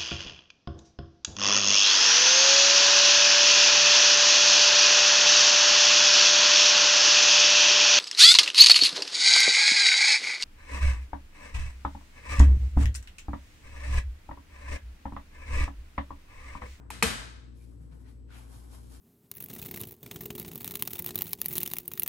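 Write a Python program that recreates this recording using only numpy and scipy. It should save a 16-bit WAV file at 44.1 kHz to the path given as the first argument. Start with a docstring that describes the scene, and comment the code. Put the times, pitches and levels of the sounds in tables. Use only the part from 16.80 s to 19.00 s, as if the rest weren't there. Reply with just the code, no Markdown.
"""A plastic seasoning bottle is picked up and shaken beside a steel kitchen sink, heard in stereo.
Containers tap, then knock hard on the worktop: near surfaces clatter and the room rings behind them.
The powder shifts as the bottle is carried over, slides forward as it is tipped, and is shaken out
five times a second, its grains hissing against the plastic.
In the background a motor hums low throughout, with a faint thin whine."""
import sys
import numpy as np
from scipy import signal
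from scipy.fft import rfft, irfft
from scipy.io import wavfile

SR = 44100
rng = np.random.default_rng(int(sys.argv[2]) if len(sys.argv) > 2 else 0)


def store_wav(level_fs):
    """Save 16-bit WAV to argv[1]."""
    pcm = np.round(np.clip(np.atleast_2d(level_fs), -1, 1) * 32767)
    wavfile.write(sys.argv[1], SR, pcm.T.astype(np.int16))


N = 97020
T = np.arange(N) / SR
BIN_HZ = np.arange(N // 2 + 1) * SR / N
EDGES_HZ = 25 * 2 ** (np.arange(29) / 3)   # third octaves
CENTRES_HZ = np.sqrt(EDGES_HZ[1:] * EDGES_HZ[:-1])

# stereo width and balance, narrowing to the centre around 8-10 kHz:
# frequency_hz, likeness (-1 to 1), pan_db (left over right)
STEREO_IMAGE = [(60, 0.27, 0), (130, 0.28, -2.5), (230, 0.15, 8.5), (390, -0.31, 5.5), (694, -0.12, 2.5),
                (1280, -0.33, 2), (2420, 0.28, 4.5), (4280, -0.094, 2), (6000, 0.15, 0.5), (8100, 1, -0.5),
                (10200, 1, 0), (13100, -0.69, 0)]
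# air and machine rumble: frequency_hz, density_db
AIR_SPECTRUM = [(25, -18), (50, 2), (100, 9), (150, -5), (205, -9.5), (265, 1.5), (350, -8.5), (480, -8.5),
                (620, -23), (1100, -27.5), (2000, -37), (5000, -40), (10000, -49.5), (13000, -45),
                (16000, -70.5)]
# narrow bands that stand out of the air: pitch_hz, width_hz, level_db
AIR_DRONES = [(246.5, 14, -67), (7900, 55, -93)]
# the motor's hum: harmonic_number, level_db
MOTOR_HARMONICS = [(1, -48), (2, -59.5), (3, -70.5), (4, -70.5), (6, -75)]
# reverberation of the kitchen: frequency_hz, density_db, t60_s
ROOM_REVERB = [(95, -0.5, 1), (223, 6, .5), (330, -1, .55), (790, -3.5, 0.72), (1500, 1.5, 0.71),
               (2650, -3.5, .64), (3930, -4.5, 0.7), (6350, -9, 0.61), (8700, -9, 0.5), (11600, -11.5, .39),
               (12900, -22, .33), (16000, -37, .3)]
# clatter off the near surfaces: frequency_hz, density_db
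CLATTER_SPECTRUM = [(100, -6.5), (220, -4), (340, -23.5), (550, -1.5), (720, -6), (1300, -3.5), (2400, -1),
                    (3300, -7.5), (4200, -8), (5500, -7.5), (8000, -7), (11000, -10.5), (14000, -25.5),
                    (16000, -26)]
# the cabinet under the hard knock: peak_s, level_db, pitch_hz, width_s, pan_db
CABINET_THUDS = [(.235, -25.5, 205, .004, 11), (.246, -32, 455, .009, 6), (0.266, -27.5, 68.1, 0.01, 3),
                 (.37, -39, 50.8, 0.021, 3)]
# containers knock on the worktop:
# start_s, blow_db, hollow_db, clink_db, tinkle_db, worktop_db, clatter_db, tilt_db_per_octave
CONTAINER_KNOCKS = [(0.1039, -17.5, -29, -45.5, -45.5, -26, -21, 0.2),
                    (0.2255, -0.5, -19.5, -22, -33.5, -1.5, 1, 0.32)]
# the container's hollow body: pitch_hz, level_db, t60_s
HOLLOW_MODES = [(885, -6.5, 0.042), (964, 3, 0.021), (1073, -9.5, 0.027)]
# short, hard modes of the worktop right under the blow: pitch_hz, level_db, t60_s
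CLACK_MODES = [(1285, -21, 0.044), (2400, -17, .028), (4284, -17.5, 0.017)]
# worktop, sink and the things standing on them: pitch_hz, level_db, t60_s, pan_db
WORKTOP_MODES = [(178, -29, .17, 0), (232, -26.5, .2, 10), (458, -27, .15, 10), (770, -42, .3, 0),
                 (1125, -42, .4, 3), (1220, -31, .1, 6), (1330, -37, .33, 3), (1448, -38, .35, 10),
                 (1598, -33, .1, 8), (1801, -39, .3, 3), (1973, -29, .07, 10), (2331, -23, .06, 0),
                 (2444, -37, .21, 1), (2620, -37, .33, 0), (2912, -41, .45, 1), (3170, -40, .25, -3),
                 (3273, -42, .33, 0), (3655, -45, .3, 3), (3962, -45, .4, 0), (4202, -35, .14, 1),
                 (9541, -38, .17, 0)]
# the bottle scuffs in the hand: peak_s, rise_s, settle_s, level_db
HAND_SCUFFS = [(1.127, 0.01, 0.018, -66.5), (1.285, 0.025, 0.045, -65.5), (1.508, 0.0054, 0.024, -70)]
# colour of a scuff: frequency_hz, density_db
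SCUFF_SPECTRUM = [(200, -17), (700, 1), (1450, 2.5), (2300, -2.5), (3300, -7.5), (4300, -6.5), (7000, -19),
                  (16000, -48.5)]
# hands bump the bottle softly: start_s, level_db
HAND_BUMPS = [(1.01, -48), (1.114, -48)]
# the tipped bottle gives a hollow tick: start_s, level_db
BOTTLE_TICKS = [(1.492, -62.5), (1.505, -54.5)]
# powder is thrown against the bottle: peak_s, rise_s, settle_s, hiss_db, wall_db
POWDER_THROWS = [(0.014, 0.065, 0.1, -88.5, -60.5), (.775, 0.017, 0.067, -71, -88),
                 (.83, .025, 0.11, -70, -75), (.93, 0.018, 0.043, -79, -71), (1.03, .025, .06, -74.5, -70),
                 (1.155, 0.041, 0.1, -74.5, -67), (1.22, 0.024, 0.036, -73.5, -72),
                 (1.295, 0.024, 0.056, -70, -71), (1.585, 0.041, .1, -61.5, -59),
                 (1.752, 0.042, 0.1, -60, -60.5), (1.85, 0.014, 0.091, -70, -66),
                 (1.95, 0.03, 0.057, -58, -58), (2.05, 0.024, 0.14, -67, -70.5),
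                 (2.152, 0.038, 0.054, -59, -62)]
# grains on plastic: frequency_hz, density_db
HISS_SPECTRUM = [(500, -3.5), (1500, -7.5), (3000, -4), (4500, -2.5), (6500, -4), (9500, -3), (11500, -2.5),
                 (13000, -1.5), (14500, -18.5), (16000, -40)]
# the bottle wall under the grains: frequency_hz, density_db
WALL_SPECTRUM = [(150, 1.5), (400, 2.5), (800, 4.5), (1500, 0), (2300, -14.5), (4000, -33.5), (8000, -29),
                 (16000, -48)]
# powder sliding to the cap: frequency_hz, density_db
SLIDE_SPECTRUM = [(300, -35), (900, 6), (1500, 2.5), (2400, 2.5), (3300, -0.5), (6000, -10), (16000, -30)]
# the plastic rings under sliding powder: peak_s, rise_s, settle_s, pitch_hz, width_hz, level_db
PLASTIC_RINGS = [(.82, 0.019, 0.046, 2400, 150, -75), (1.265, .014, 0.019, 1850, 140, -72),
                 (1.53, 0.021, 0.094, 1490, 99, -67.5), (1.565, 0.012, 0.024, 2430, 120, -63)]

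MOTOR_HZ, WHINE_HZ, CRACK_HZ = 59.4, 7840, 2190
ECHO_S, ECHO_DB = .0053, -4   # off the wall behind the worktop
REFLECTIONS_PER_S, GRAINS_PER_S = 7000, 14000


def from_db(db):
    """Decibels to gain."""
    return 10 ** (np.asarray(db) / 20)


def rms_one(x):
    """Scale to unit rms."""
    return x / np.sqrt(np.mean(x ** 2))


def at_hz(table, hz, column=1):
    """Read a column of a table on a log-frequency axis."""
    table = np.array(table)
    return np.interp(np.log(hz), np.log(table[:, 0]), table[:, column])


def pan(db):
    """Left and right gains, the left louder by db."""
    return from_db(np.array([[db / 2], [-db / 2]]))


def butterworth(x, order, hz, kind="low"):
    """Pass x through a Butterworth filter."""
    return signal.sosfilt(signal.butter(order, hz, kind, fs=SR, output="sos"), x)


def drift(rate_hz):
    """A random wander of rms 1, mostly slower than rate_hz."""
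    return rms_one(irfft(rfft(rng.standard_normal(N)) / (1 + (BIN_HZ / rate_hz) ** 2), N))


def decay(start, t60):
    """Jumps to 1 at the start and dies away."""
    return (T >= start) * np.exp(-np.log(1000) * np.maximum(T - start, 0) / t60)


def build_up(start, rise_s):
    """Grows from 0 at the start towards 1."""
    return 1 - np.exp(-np.maximum(T - start, 0) / rise_s)


def swell(peak_s, rise_s, settle_s):
    """Rises smoothly to 1 at the peak, then settles."""
    age = T - peak_s
    return np.where(age < 0, np.exp(-.5 * (age / rise_s) ** 2), np.exp(-np.abs(age) / settle_s))


def ring(start, hz, t60):
    """A struck mode: a dying sine."""
    return decay(start, t60) * np.sin(2 * np.pi * hz * (T - start))


def resonance(hz, width_hz):
    """A resonance driven by noise, independent left and right, rms about 1."""
    phase = 2 * np.pi * hz * T
    return np.array([drift(width_hz) * np.sin(phase) + drift(width_hz) * np.cos(phase) for _ in range(2)])


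def rippled(noise, depth_db, width_hz):
    """Give noise narrow random peaks and dips, as a dense crowd of resonances does."""
    place = BIN_HZ / width_hz
    heights = rng.standard_normal(int(place[-1]) + 2)
    ripple_db = depth_db * np.interp(place, np.arange(len(heights)), heights)
    return rms_one(irfft(rfft(noise) * from_db(ripple_db), N))


def wash(spectrum, excitation=1):
    """Broad stereo noise of a given colour, its width and balance set by frequency, rms 1."""
    hz = np.maximum(BIN_HZ, 1)
    alike = np.clip(at_hz(STEREO_IMAGE, hz), -1, 1)
    white = rfft(rng.standard_normal((2, N)) * excitation)
    mid, side = white * np.sqrt([1 + alike, 1 - alike]) * from_db(at_hz(spectrum, hz))
    lean = from_db(at_hz(STEREO_IMAGE, hz, column=2) / 2)
    return rms_one(irfft(np.array([(mid + side) * lean, (mid - side) / lean]), N))


def bands(spectrum, excitation=1):
    """Third octaves of stereo noise (bands x 2 x N), coloured by the kitchen's close resonances."""
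    noise = rippled(rng.standard_normal((2, 2, N)) * excitation, depth_db=2.6, width_hz=24)
    gains = from_db(at_hz(spectrum, CENTRES_HZ)) * np.sqrt(CENTRES_HZ)
    gains /= np.linalg.norm(gains)
    out = []
    for k, hz in enumerate(CENTRES_HZ):
        mid, side = rms_one(butterworth(noise[k % 2], 2, EDGES_HZ[k:k + 2], "band"))
        alike = np.clip(at_hz(STEREO_IMAGE, hz), -1, 1)
        mid, side = mid * np.sqrt((1 + alike) / 2), side * np.sqrt((1 - alike) / 2)
        balance = pan(at_hz(STEREO_IMAGE, hz, column=2))
        out.append(gains[k] * balance * np.array([mid + side, mid - side]))
    return np.array(out)


def motor_and_air():
    """Room tone: a steady motor to the left with wavering overtones, drones, a whine and rumbling air."""
    hum = np.zeros(N)
    for harmonic, db in MOTOR_HARMONICS:
        waver = 0.083 * (harmonic > 1) * (drift(12) + 1j * drift(3.7))   # in level and phase
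        tone = np.exp(2j * np.pi * (harmonic * MOTOR_HZ * T + rng.random()))
        hum += np.sqrt(2) * from_db(db) * np.real((1 + waver) * tone)
    drones = sum(from_db(db) * resonance(hz, width) for hz, width, db in AIR_DRONES)
    whine = np.sqrt(2) * from_db(-87.5) * np.sin(2 * np.pi * WHINE_HZ * T + 1.6 * drift(15))
    return hum * pan(4) + drones + whine + from_db(-54.5) * wash(AIR_SPECTRUM)


def kitchen():
    """The knocks scatter off the near surfaces, then die away farther out in the room, treble first."""
    out = np.zeros((2, N))
    far = bands(ROOM_REVERB)
    near = bands(CLATTER_SPECTRUM, rng.random(N) < REFLECTIONS_PER_S / SR)
    for start, blow_db, *_, clatter_db, tilt_db in CONTAINER_KNOCKS:
        clatter = from_db(clatter_db - 19) * decay(start, t60=0.064)
        bloom = from_db(blow_db - 24.5) * build_up(start, rise_s=0.0057)
        for k, hz in enumerate(CENTRES_HZ):
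            tail = bloom * decay(start, at_hz(ROOM_REVERB, hz, column=2))
            tilt = from_db(tilt_db * np.log2(hz / CRACK_HZ))
            out += tilt * (near[k] * clatter + far[k] * tail) * build_up(start, rise_s=3.5 / hz)
    return butterworth(out, order=20, hz=12500)   # clatter and tail are cut steeply at the top


def cabinet():
    """The cabinet gives under the hard knock and rebounds, heaving for a cycle or two."""
    out = np.zeros((2, N))
    for peak, db, hz, width, pan_db in CABINET_THUDS:
        heave = np.exp(-.5 * ((T - peak) / width) ** 2)
        out += from_db(db) * heave * np.sin(2 * np.pi * hz * (peak - T)) * pan(pan_db)
    return out


def knocks():
    """Each contact cracks and echoes off the wall; the container and the worktop ring in their modes."""
    out = np.zeros((2, N))
    for start, blow_db, hollow_db, clink_db, tinkle_db, worktop_db, *_ in CONTAINER_KNOCKS:
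        for arrival, path_db in [(start, 0), (start + ECHO_S, ECHO_DB)]:
            crack = from_db(blow_db - 11) * ring(arrival, CRACK_HZ, t60=0.0037)
            hard_edge = from_db(tinkle_db + 17.5) * ring(arrival, hz=10800, t60=0.0016)
            out += from_db(path_db) * (crack + hard_edge)
        answer = start + .0011   # the body answers just after the contact
        hollow = sum(from_db(hollow_db + db) * ring(answer, hz, t60) for hz, db, t60 in HOLLOW_MODES)
        out += hollow * build_up(answer, rise_s=0.0013) * pan(6)
        out += from_db(clink_db) * ring(start, hz=2513, t60=0.062)
        out += from_db(tinkle_db) * ring(start, hz=7420, t60=0.057)
        for hz, db, t60 in CLACK_MODES:
            out += from_db(blow_db + worktop_db + db) * ring(start, hz, t60)
        for hz, db, t60, pan_db in WORKTOP_MODES:
            onset = build_up(start, rise_s=3 / hz)   # the panels take a few cycles to get going
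            out += from_db(worktop_db + db) * pan(pan_db) * ring(start, hz, t60) * onset
    return out


def handling():
    """Hands scuff and softly bump the bottle, and it ticks as it is tipped."""
    rub = sum(from_db(db) * swell(peak, rise, settle) for peak, rise, settle, db in HAND_SCUFFS)
    bumps = sum(from_db(db) * ring(start, hz=152.7, t60=0.25) for start, db in HAND_BUMPS)
    ticks = sum(from_db(db) * ring(start, hz=1470, t60=0.025) for start, db in BOTTLE_TICKS)
    return rub * wash(SCUFF_SPECTRUM) + bumps + ticks


def powder():
    """Thousands of tiny impacts hiss in the bottle and drive its wall, swelling with every throw."""
    impacts = rng.random(N) < GRAINS_PER_S / SR
    grains = impacts * from_db(-np.minimum(rng.exponential(1, N), 4))
    hiss_power, wall_power = np.zeros(N), np.zeros(N)
    for peak, rise, settle, hiss_db, wall_db in POWDER_THROWS:
        throw = swell(peak, rise, settle)
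        hiss_power += (from_db(hiss_db) * throw) ** 2
        wall_power += (from_db(wall_db) * throw) ** 2
    tipping = swell(peak_s=1.546, rise_s=0.029, settle_s=0.072)
    slide = from_db(-56.5) * tipping * wash(SLIDE_SPECTRUM, grains)
    rings = sum(from_db(db) * swell(peak, rise, settle) * resonance(hz, width)
                for peak, rise, settle, hz, width, db in PLASTIC_RINGS)
    hiss = np.sqrt(hiss_power) * rippled(wash(HISS_SPECTRUM, grains), depth_db=2, width_hz=90)
    wall = np.sqrt(wall_power) * rippled(wash(WALL_SPECTRUM, grains), depth_db=2, width_hz=90)
    return butterworth(hiss + wall + slide + rings, order=14, hz=13600)


def scene():
    """Everything heard at the sink."""
    worktop_and_room = kitchen() + cabinet() + knocks()
    clumps = from_db(0.3 * drift(rate_hz=97))   # the powder falls unevenly
    bottle = handling() + clumps * powder()
    return motor_and_air() + worktop_and_room + bottle


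def record(dry):
    """The microphones lose the deepest bass; the top is cut steeply."""
    heard = butterworth(dry, order=2, hz=37, kind="high")
    return signal.sosfilt(signal.cheby2(12, 70, 16500, fs=SR, output="sos"), heard)


dry = scene()
out = record(dry)
store_wav(out)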